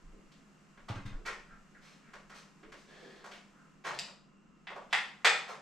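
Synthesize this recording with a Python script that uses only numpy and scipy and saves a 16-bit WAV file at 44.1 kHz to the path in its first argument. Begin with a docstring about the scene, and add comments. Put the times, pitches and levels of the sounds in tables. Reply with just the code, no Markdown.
"""Light ticks and slides of bicycle parts worked loose by hand, a few metres off in a bare garage.
The frame thuds on its stand, a part scrapes out of its tube, a small steel tool clinks,
then a fitting and a cover let go with hard snaps. Blows ring the parts; friction is a swarm of slips.
Block walls give the contacts a bright half-second tail; a faint hum lies underneath."""
import sys
import numpy as np
from scipy import signal
from scipy.fft import rfft, irfft, next_fast_len
from scipy.io import wavfile
from scipy.ndimage import uniform_filter1d

SR = 44100
rng = np.random.default_rng(int(sys.argv[2]) if len(sys.argv) > 2 else 0)


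def log_audio(samples):
    """Write samples as a 16-bit WAV file to the path given in sys.argv[1]."""
    # one column per channel
    frames = np.atleast_2d(samples).T
    # limit to full scale, then quantise
    limited = np.clip(frames, -1, 1)
    pcm = np.round(limited * 32767).astype(np.int16)
    wavfile.write(sys.argv[1], SR, pcm)


N = 247401
TIME = np.arange(N) / SR


def from_db(db):
    """Decibels to gain."""
    return 10 ** (np.asarray(db) / 20)


def rms_one(x):
    """Scale to rms 1."""
    return x / np.sqrt(np.mean(x ** 2) + 1e-20)


def at_level(x, db):
    """Give a short sound the energy of 10 ms at this level."""
    return x * from_db(db) * np.sqrt(SR / 100 / np.sum(x ** 2))


def at_hz(points, hz):
    """Read a table on a log-frequency axis."""
    points_hz, values = np.transpose(points)
    return np.interp(np.log(np.maximum(hz, 1)), np.log(points_hz), values)


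def add(track, start_s, sound):
    """Mix a short sound into a track."""
    start = max(round(start_s * SR), 0)
    track[start:start + len(sound)] += sound[:N - start]


def edges_of(hz, octaves):
    """Low and high edge of a band around a pitch."""
    return hz * 2 ** (-octaves / 2), hz * 2 ** (octaves / 2)


def band(x, low_hz, high_hz):
    """Causal band-pass."""
    edges_hz = np.clip([low_hz, max(high_hz, low_hz * 1.1)], 10, .45 * SR)
    return signal.sosfilt(signal.butter(2, edges_hz, "band", fs=SR, output="sos"), x + 1e-18)


def hump(hz, low_hz, high_hz):
    """Power spectrum of a second-order band, total 1."""
    power = 1 / (1 + ((hz - low_hz * high_hz / hz) / max(high_hz - low_hz, 20)) ** 4)
    return power / power.sum()


def shaped(x, gain_at):
    """Minimum-phase filter with gain gain_at(Hz): nothing sounds early."""
    size = 2 * next_fast_len(x.shape[-1] // 2 + 2048)
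    hz = np.maximum(np.fft.rfftfreq(size, 1 / SR), 10)
    cepstrum = irfft(np.log(gain_at(hz)))
    cepstrum[1:size // 2] *= 2
    cepstrum[size // 2 + 1:] = 0
    return irfft(rfft(x, size) * np.exp(rfft(cepstrum)))[..., :x.shape[-1]]


def coloured(x, spectrum):
    """Filter by a table of (frequency [Hz], gain [dB])."""
    return shaped(x, lambda hz: from_db(at_hz(spectrum, hz)))


def evened(x, width_hz=60):
    """Flatten a blow's spectrum, keeping its spread in time."""
    power = uniform_filter1d(np.abs(rfft(x)) ** 2, max(round(width_hz * len(x) / SR), 1))
    return shaped(x, lambda hz: np.interp(hz, np.fft.rfftfreq(len(x), 1 / SR), power) ** -.5)


def resonances(force, modes):
    """Parallel two-pole resonators."""
    out = np.zeros(len(force))
    for hz, width_hz, db in modes:
        r = np.exp(-np.pi * width_hz / SR)
        poles = [1, -2 * r * np.cos(2 * np.pi * hz / SR), r * r]
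        out += from_db(db) * (1 - r * r) / 2 * signal.lfilter([1, 0, -1], poles, force + 1e-18)
    return out


def stereo_noise(size, correlation):
    """White noise, partly shared by the two ears."""
    mid, side = rng.standard_normal((2, size))
    return np.sqrt((1 + correlation) / 2) * mid + np.sqrt((1 - correlation) / 2) * np.array([side, -side])


def still_air(level_db=-63.5):
    """Room noise with a faint whir and a two-tone hum."""
    # air spectrum: (frequency [Hz], gain [dB])
    spectrum = [(25, -14.5), (60, -11), (100, -28), (150, 0), (210, 0.5), (300, -6.5), (600, -18.5),
                (1250, -21.5), (2000, -23), (2800, -28), (3700, -34.5), (7700, -32), (9200, -50),
                (14000, -59)]
    # whir resonances: (frequency [Hz], width [Hz], gain [dB])
    whir = [(1060, 19, 9.5), (1278, 157, 7), (2760, 110, 8)]
    # hum: (frequency [Hz], level [dB])
    tones = [(156, -73), (199.5, -69)]
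    air = coloured(stereo_noise(N, correlation=0.57), spectrum)
    air = air + np.array([resonances(ear, whir) for ear in air])
    hum = sum(from_db(db) * np.sqrt(2) * np.sin(2 * np.pi * (hz * TIME + rng.random())) for hz, db in tones)
    return from_db(level_db) * rms_one(air) + hum


def hiss(level_db=-69.5, dip_s=4.26, dip_width_s=0.22, dip_db=38):
    """Soft hiss that fades briefly near 4.3 s."""
    # hiss spectrum: (frequency [Hz], gain [dB])
    spectrum = [(300, 9), (1400, 12), (2300, 8), (3600, 0.5), (7700, 2), (9200, -9), (14000, -19.5)]
    dip = np.exp(-((TIME - dip_s) / dip_width_s) ** 2 / 2)
    noise = rms_one(coloured(stereo_noise(N, correlation=0.46), spectrum))
    return from_db(level_db - dip_db * dip) * noise


def rumble(trim_db=-4):
    """Deep noise, strongest early on."""
    # envelope: (time [s], level before trim [dB])
    envelope = [(0.0, -59), (0.08, -43.5), (0.14, -52.5), (0.64, -78), (1.09, -36), (1.46, -60), (1.5, -49),
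                (1.65, -66), (1.84, -64), (1.9, -87), (2.12, -65), (2.5, -74), (2.67, -59), (2.76, -71),
                (4.88, -73), (5.12, -89), (5.6, -92)]
    # rumble spectrum: (frequency [Hz], gain [dB])
    spectrum = [(15, 7), (28, 14), (42, -4), (60, -21), (90, -41), (200, -77)]
    noise = rms_one(coloured(stereo_noise(N, correlation=0.95), spectrum))
    return from_db(trim_db + np.interp(TIME, *np.transpose(envelope))) * noise


def garage(x, direct_db, tail_db=-1.5, build_s=0.0075):
    """Direct sound, hard wall reflections, then a dense tail, new each call, whose treble dies first."""
    # tail decay: (frequency [Hz], T60 [s])
    t60 = [(100, 0.7), (350, 0.59), (800, 0.46), (2000, 0.44), (5000, 0.42), (8000, 0.45), (13000, 0.11)]
    # first reflections: (delay [s], gain [dB], left minus right [dB])
    echoes = [(.0026, -10.5, -10), (.0056, -7, 1), (.0098, -12.5, 4), (0.0217, -11, -10), (0.0322, -27, -9)]
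    # overall tone, treble dulled above 8 kHz: (frequency [Hz], gain [dB])
    tone = [(100, -5), (5000, -2), (8100, -11.5), (9000, -18), (12500, -12.5), (15000, -28)]
    t, edges_hz = TIME[:SR], np.geomspace(60, 18000, 13)
    white = [stereo_noise(len(t), correlation=0.7) for _ in range(2)]
    tail = sum(band(white[k % 2], low, high) * from_db(-60 * t / at_hz(t60, np.sqrt(low * high)))
               for k, (low, high) in enumerate(zip(edges_hz, edges_hz[1:])))
    tail *= 1 - np.exp(-t / build_s)
    response = from_db(tail_db) * tail / np.sqrt(np.sum(tail ** 2) / 2)
    response[:, 0] += from_db(direct_db)
    for delay_s, db, pan_db in echoes:
        response[:, round(delay_s * SR)] += from_db([db + pan_db / 2, db - pan_db / 2])
    return signal.fftconvolve(x[None], coloured(response, tone), axes=1)[:, :N]


def cloth():
    """Sleeves and hands brush: soft, dull swells without grit."""
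    # brushes: (time [s], dry level [dB], swell [s], pitch [Hz])
    brushes = [(.109, -53, 0.017, 390), (1.15, -50.5, 0.023, 367), (2.605, -48.5, 0.031, 358),
               (3.0, -45.5, 0.028, 390), (3.836, -48.5, 0.049, 152)]
    out, t = np.zeros(N), TIME[:SR // 2]
    for start_s, db, swell_s, hz in brushes:
        swell = rng.standard_normal(len(t)) * t * np.exp(-t / swell_s)
        add(out, start_s, at_level(band(swell, *edges_of(hz, octaves=0.63)), db))
    return out


def frame_thuds(push_s=0.0018, judder_gain=0.11, judder_s=0.02):
    """The frame knocks on its stand: soft pushes with a short judder ring its low modes."""
    # knocks: (time [s], dry level [dB])
    knocks = [(0.898, -31.5), (0.96, -36), (1.051, -36), (1.108, -42.5)]
    # frame modes: (frequency [Hz], width [Hz], gain [dB])
    modes = [(110, 17, 3.5), (192, 30, -10), (274, 23, -3)]
    out, t = np.zeros(N), TIME[:SR // 2]
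    for start_s, db in knocks:
        push = t / push_s * np.exp(-t / push_s)
        shake = rms_one(band(rng.standard_normal(len(t)), 141, 260))
        judder = judder_gain * shake * t / judder_s * np.exp(-t / judder_s)
        ringing = band(resonances(push + judder, modes), 104, 360)
        add(out, start_s, at_level(ringing, db))
    return out


def contact(force, low_hz, high_hz, crack_db, body_db):
    """Size sets a part's lowest pitch, hardness its highest; a thin crack on top, a dull knock below."""
    return shaped(force, lambda hz: np.sqrt(
        hump(hz, low_hz, high_hz)
        + from_db(crack_db) ** 2 * hump(hz, low_hz=3670, high_hz=10100)
        + from_db(body_db) ** 2 * hump(hz, low_hz=370, high_hz=720)))


def slips(size, per_s, spread_db):
    """Friction: tiny slips of uneven strength at random moments."""
    pulses = (rng.random(size) < per_s / SR) * rng.choice([-1, 1], size)
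    return pulses * from_db(spread_db * rng.standard_normal(size))


def sliding_parts():
    """Parts slide on each other: each stroke is a swarm of slips that swells and dies."""
    # strokes: (time [s], dry level [dB], swell [s], pitch [Hz], grit [dB])
    strokes = [(.882, -37, 0.0041, 810, -14), (.945, -44, 0.0072, 1510, -12.5),
               (1.055, -46, 0.0019, 1700, -8), (1.250, -31, 0.012, 1440, -14),
               (1.485, -50, 0.017, 1470, -28), (1.742, -52.5, .009, 1620, -21.5),
               (1.80, -48.5, .047, 1430, -2), (2.02, -54, 0.041, 1670, -18),
               (2.29, -46.5, 0.028, 1280, -13), (2.335, -47, 0.021, 1600, 2.5),
               (2.755, -55.5, 0.027, 1970, 4), (3.25, -47, 0.0074, 800, -6),
               (3.335, -49.5, 0.0098, 1480, -6.5), (3.52, -55.5, 0.042, 1350, -30),
               (3.838, -30, .016, 1140, -11), (3.94, -46, 0.0022, 2000, -5),
               (4.895, -47.5, 0.029, 1920, -10), (5.475, -35.5, 0.014, 970, -9.5)]
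    out, t = np.zeros(N), TIME[:SR // 2]
    for start_s, db, swell_s, hz, grit_db in strokes:
        force = slips(len(t), per_s=2600, spread_db=3.5) * t * np.exp(-t / swell_s)
        octaves = np.clip(2.64 + 0.1 * grit_db, .5, 2)   # grit widens the band
        rub = contact(force, *edges_of(hz, octaves), grit_db, body_db=-11)
        add(out, start_s, at_level(rub, db))
    return out


def drawn_part(start_s=2.86, length_s=0.47, rise_s=0.027, fall_s=0.21, dry_db=-41):
    """A tight part leaves its tube: friction rises, holds and falls, and keeps the tube ringing."""
    # tube modes: (frequency [Hz], width [Hz], gain [dB])
    modes = [(384, 150, 11), (1737, 107, 12.5), (3350, 330, 5), (4330, 640, -3)]
    out, t = np.zeros(N), TIME[:SR // 2]
    pressure = np.clip(np.minimum(t / rise_s, (length_s - t) / fall_s), 0, 1)
    force = pressure * slips(len(t), per_s=5000, spread_db=-0.5)
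    rub = contact(force, low_hz=393, high_hz=2530, crack_db=-5.5, body_db=-10)
    add(out, start_s, at_level(rub + resonances(rub, modes), dry_db))
    return out


def strikes(blows, modes, octaves, body_db, chatter_gain, chatter_s):
    """An impulse and brief surface chatter per blow: a dry knock plus the part's ringing."""
    out, t = np.zeros(N), TIME[:SR // 5]
    for start_s, db, hz, crack_db in blows:
        chatter = chatter_gain * rng.standard_normal(len(t)) * np.exp(-t / chatter_s)
        force = evened(signal.unit_impulse(len(t)) + chatter)
        knock = contact(force, *edges_of(hz, octaves), crack_db, body_db)
        add(out, start_s, at_level(knock + resonances(knock, modes), db))
    return out


def light_taps():
    """Parts tick against each other without ringing."""
    # taps: (time [s], dry level [dB], pitch [Hz], crack [dB])
    taps = [(.3183, -58, 2660, -1), (.7727, -52.5, 1390, -34), (.887, -43, 2220, -9),
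            (1.1269, -51.5, 1070, -31), (1.2596, -42.5, 2100, 7), (1.2735, -43, 1480, -4),
            (2.1351, -44, 1310, -10), (2.2975, -48, 1310, -6.5), (2.6305, -52.5, 1570, -30),
            (2.7213, -45.5, 1530, -8), (3.2421, -43, 1070, -11), (3.314, -44.5, 2070, -7.5),
            (3.848, -37, 1320, -28), (3.9035, -39, 990, -22), (4.076, -51, 920, -30),
            (4.702, -41, 850, -20), (4.760, -39, 820, -19.5)]
    ticks = strikes(taps, modes=[], octaves=1.28, body_db=-7, chatter_gain=0.17, chatter_s=0.0031)
    return garage(ticks, direct_db=-12)


def tool_clink():
    """A small steel tool touches, bounces and rings."""
    # touches: (time [s], dry level [dB], pitch [Hz], crack [dB])
    touches = [(3.9895, -36, 3320, -1.5), (3.9945, -38.5, 3670, -0.5)]
    # tool modes: (frequency [Hz], width [Hz], gain [dB])
    modes = [(686, 23, 17.5), (1900, 240, 9), (2610, 400, 7), (3740, 200, 4), (4400, 200, -5),
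             (4820, 320, 6.5), (7530, 420, 10.5), (9450, 440, 6)]
    clinks = (strikes([touch], modes, octaves=1.3, body_db=-14.5, chatter_gain=0.21, chatter_s=0.0026)
              for touch in touches)
    return sum(garage(clink, direct_db=1) for clink in clinks)


def fitting_unclip():
    """The fitting creaks, then unclips and rings."""
    # creak and release: (time [s], dry level [dB], pitch [Hz], crack [dB])
    blows = [(4.6705, -38.5, 1620, -44), (4.9283, -20, 1574, -11)]
    # fitting modes: (frequency [Hz], width [Hz], gain [dB])
    modes = [(793, 85, 12), (1410, 27, -6), (1880, 70, 0), (2037, 170, 6.5), (2630, 190, 2.5),
             (3420, 690, 6), (4820, 100, 5), (7660, 350, 3.5), (9350, 310, 8)]
    clicks = strikes(blows, modes, octaves=1.31, body_db=-20, chatter_gain=0.089, chatter_s=0.0021)
    return garage(clicks, direct_db=-11)


def cover_snap():
    """The hollow cover snaps free catch by catch, each ringing its shell."""
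    # catches: (time [s], dry level [dB], pitch [Hz], crack [dB])
    catches = [(5.2460, -20.5, 1590, -12.5), (5.2478, -15.5, 1780, -10), (5.2550, -21.5, 1940, -2)]
    # cover modes: (frequency [Hz], width [Hz], gain [dB])
    modes = [(482, 52, 11), (610, 170, 7), (780, 72, 13.5), (1300, 65, 1.5), (1880, 200, 3.5),
             (2220, 120, -6), (2443, 41, 9), (3515, 245, 7.5), (4200, 180, 2), (4780, 260, -2),
             (6440, 320, -4), (7670, 470, 5.5)]
    snaps = (strikes([catch], modes, octaves=1.33, body_db=-22.5, chatter_gain=0.15, chatter_s=0.004)
             for catch in catches)
    return sum(garage(snap, direct_db=-7) for snap in snaps)


def scene():
    """Work on the bike over the room noise; treble leans left, the thuds arrive mostly direct."""
    # left-channel tilt: (frequency [Hz], gain [dB])
    left_tilt = [(500, -0.5), (1200, 1.5), (2500, 0.13), (5000, 1.5), (8000, 6.5), (11000, 0)]
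    impacts = light_taps() + fitting_unclip() + cover_snap() + tool_clink()
    friction = sliding_parts()
    thuds = frame_thuds()
    handling = garage(friction + drawn_part() + cloth() + from_db(-11.5) * thuds, direct_db=-11)
    left, right = impacts + handling + thuds
    return np.array([coloured(left, left_tilt), right]) + still_air() + hiss() + rumble()


def record(dry):
    """Steep low-pass at 15 kHz."""
    return signal.sosfilt(signal.ellip(10, .1, 80, 15000, fs=SR, output="sos"), dry)


dry = scene()
out = record(dry)
log_audio(out)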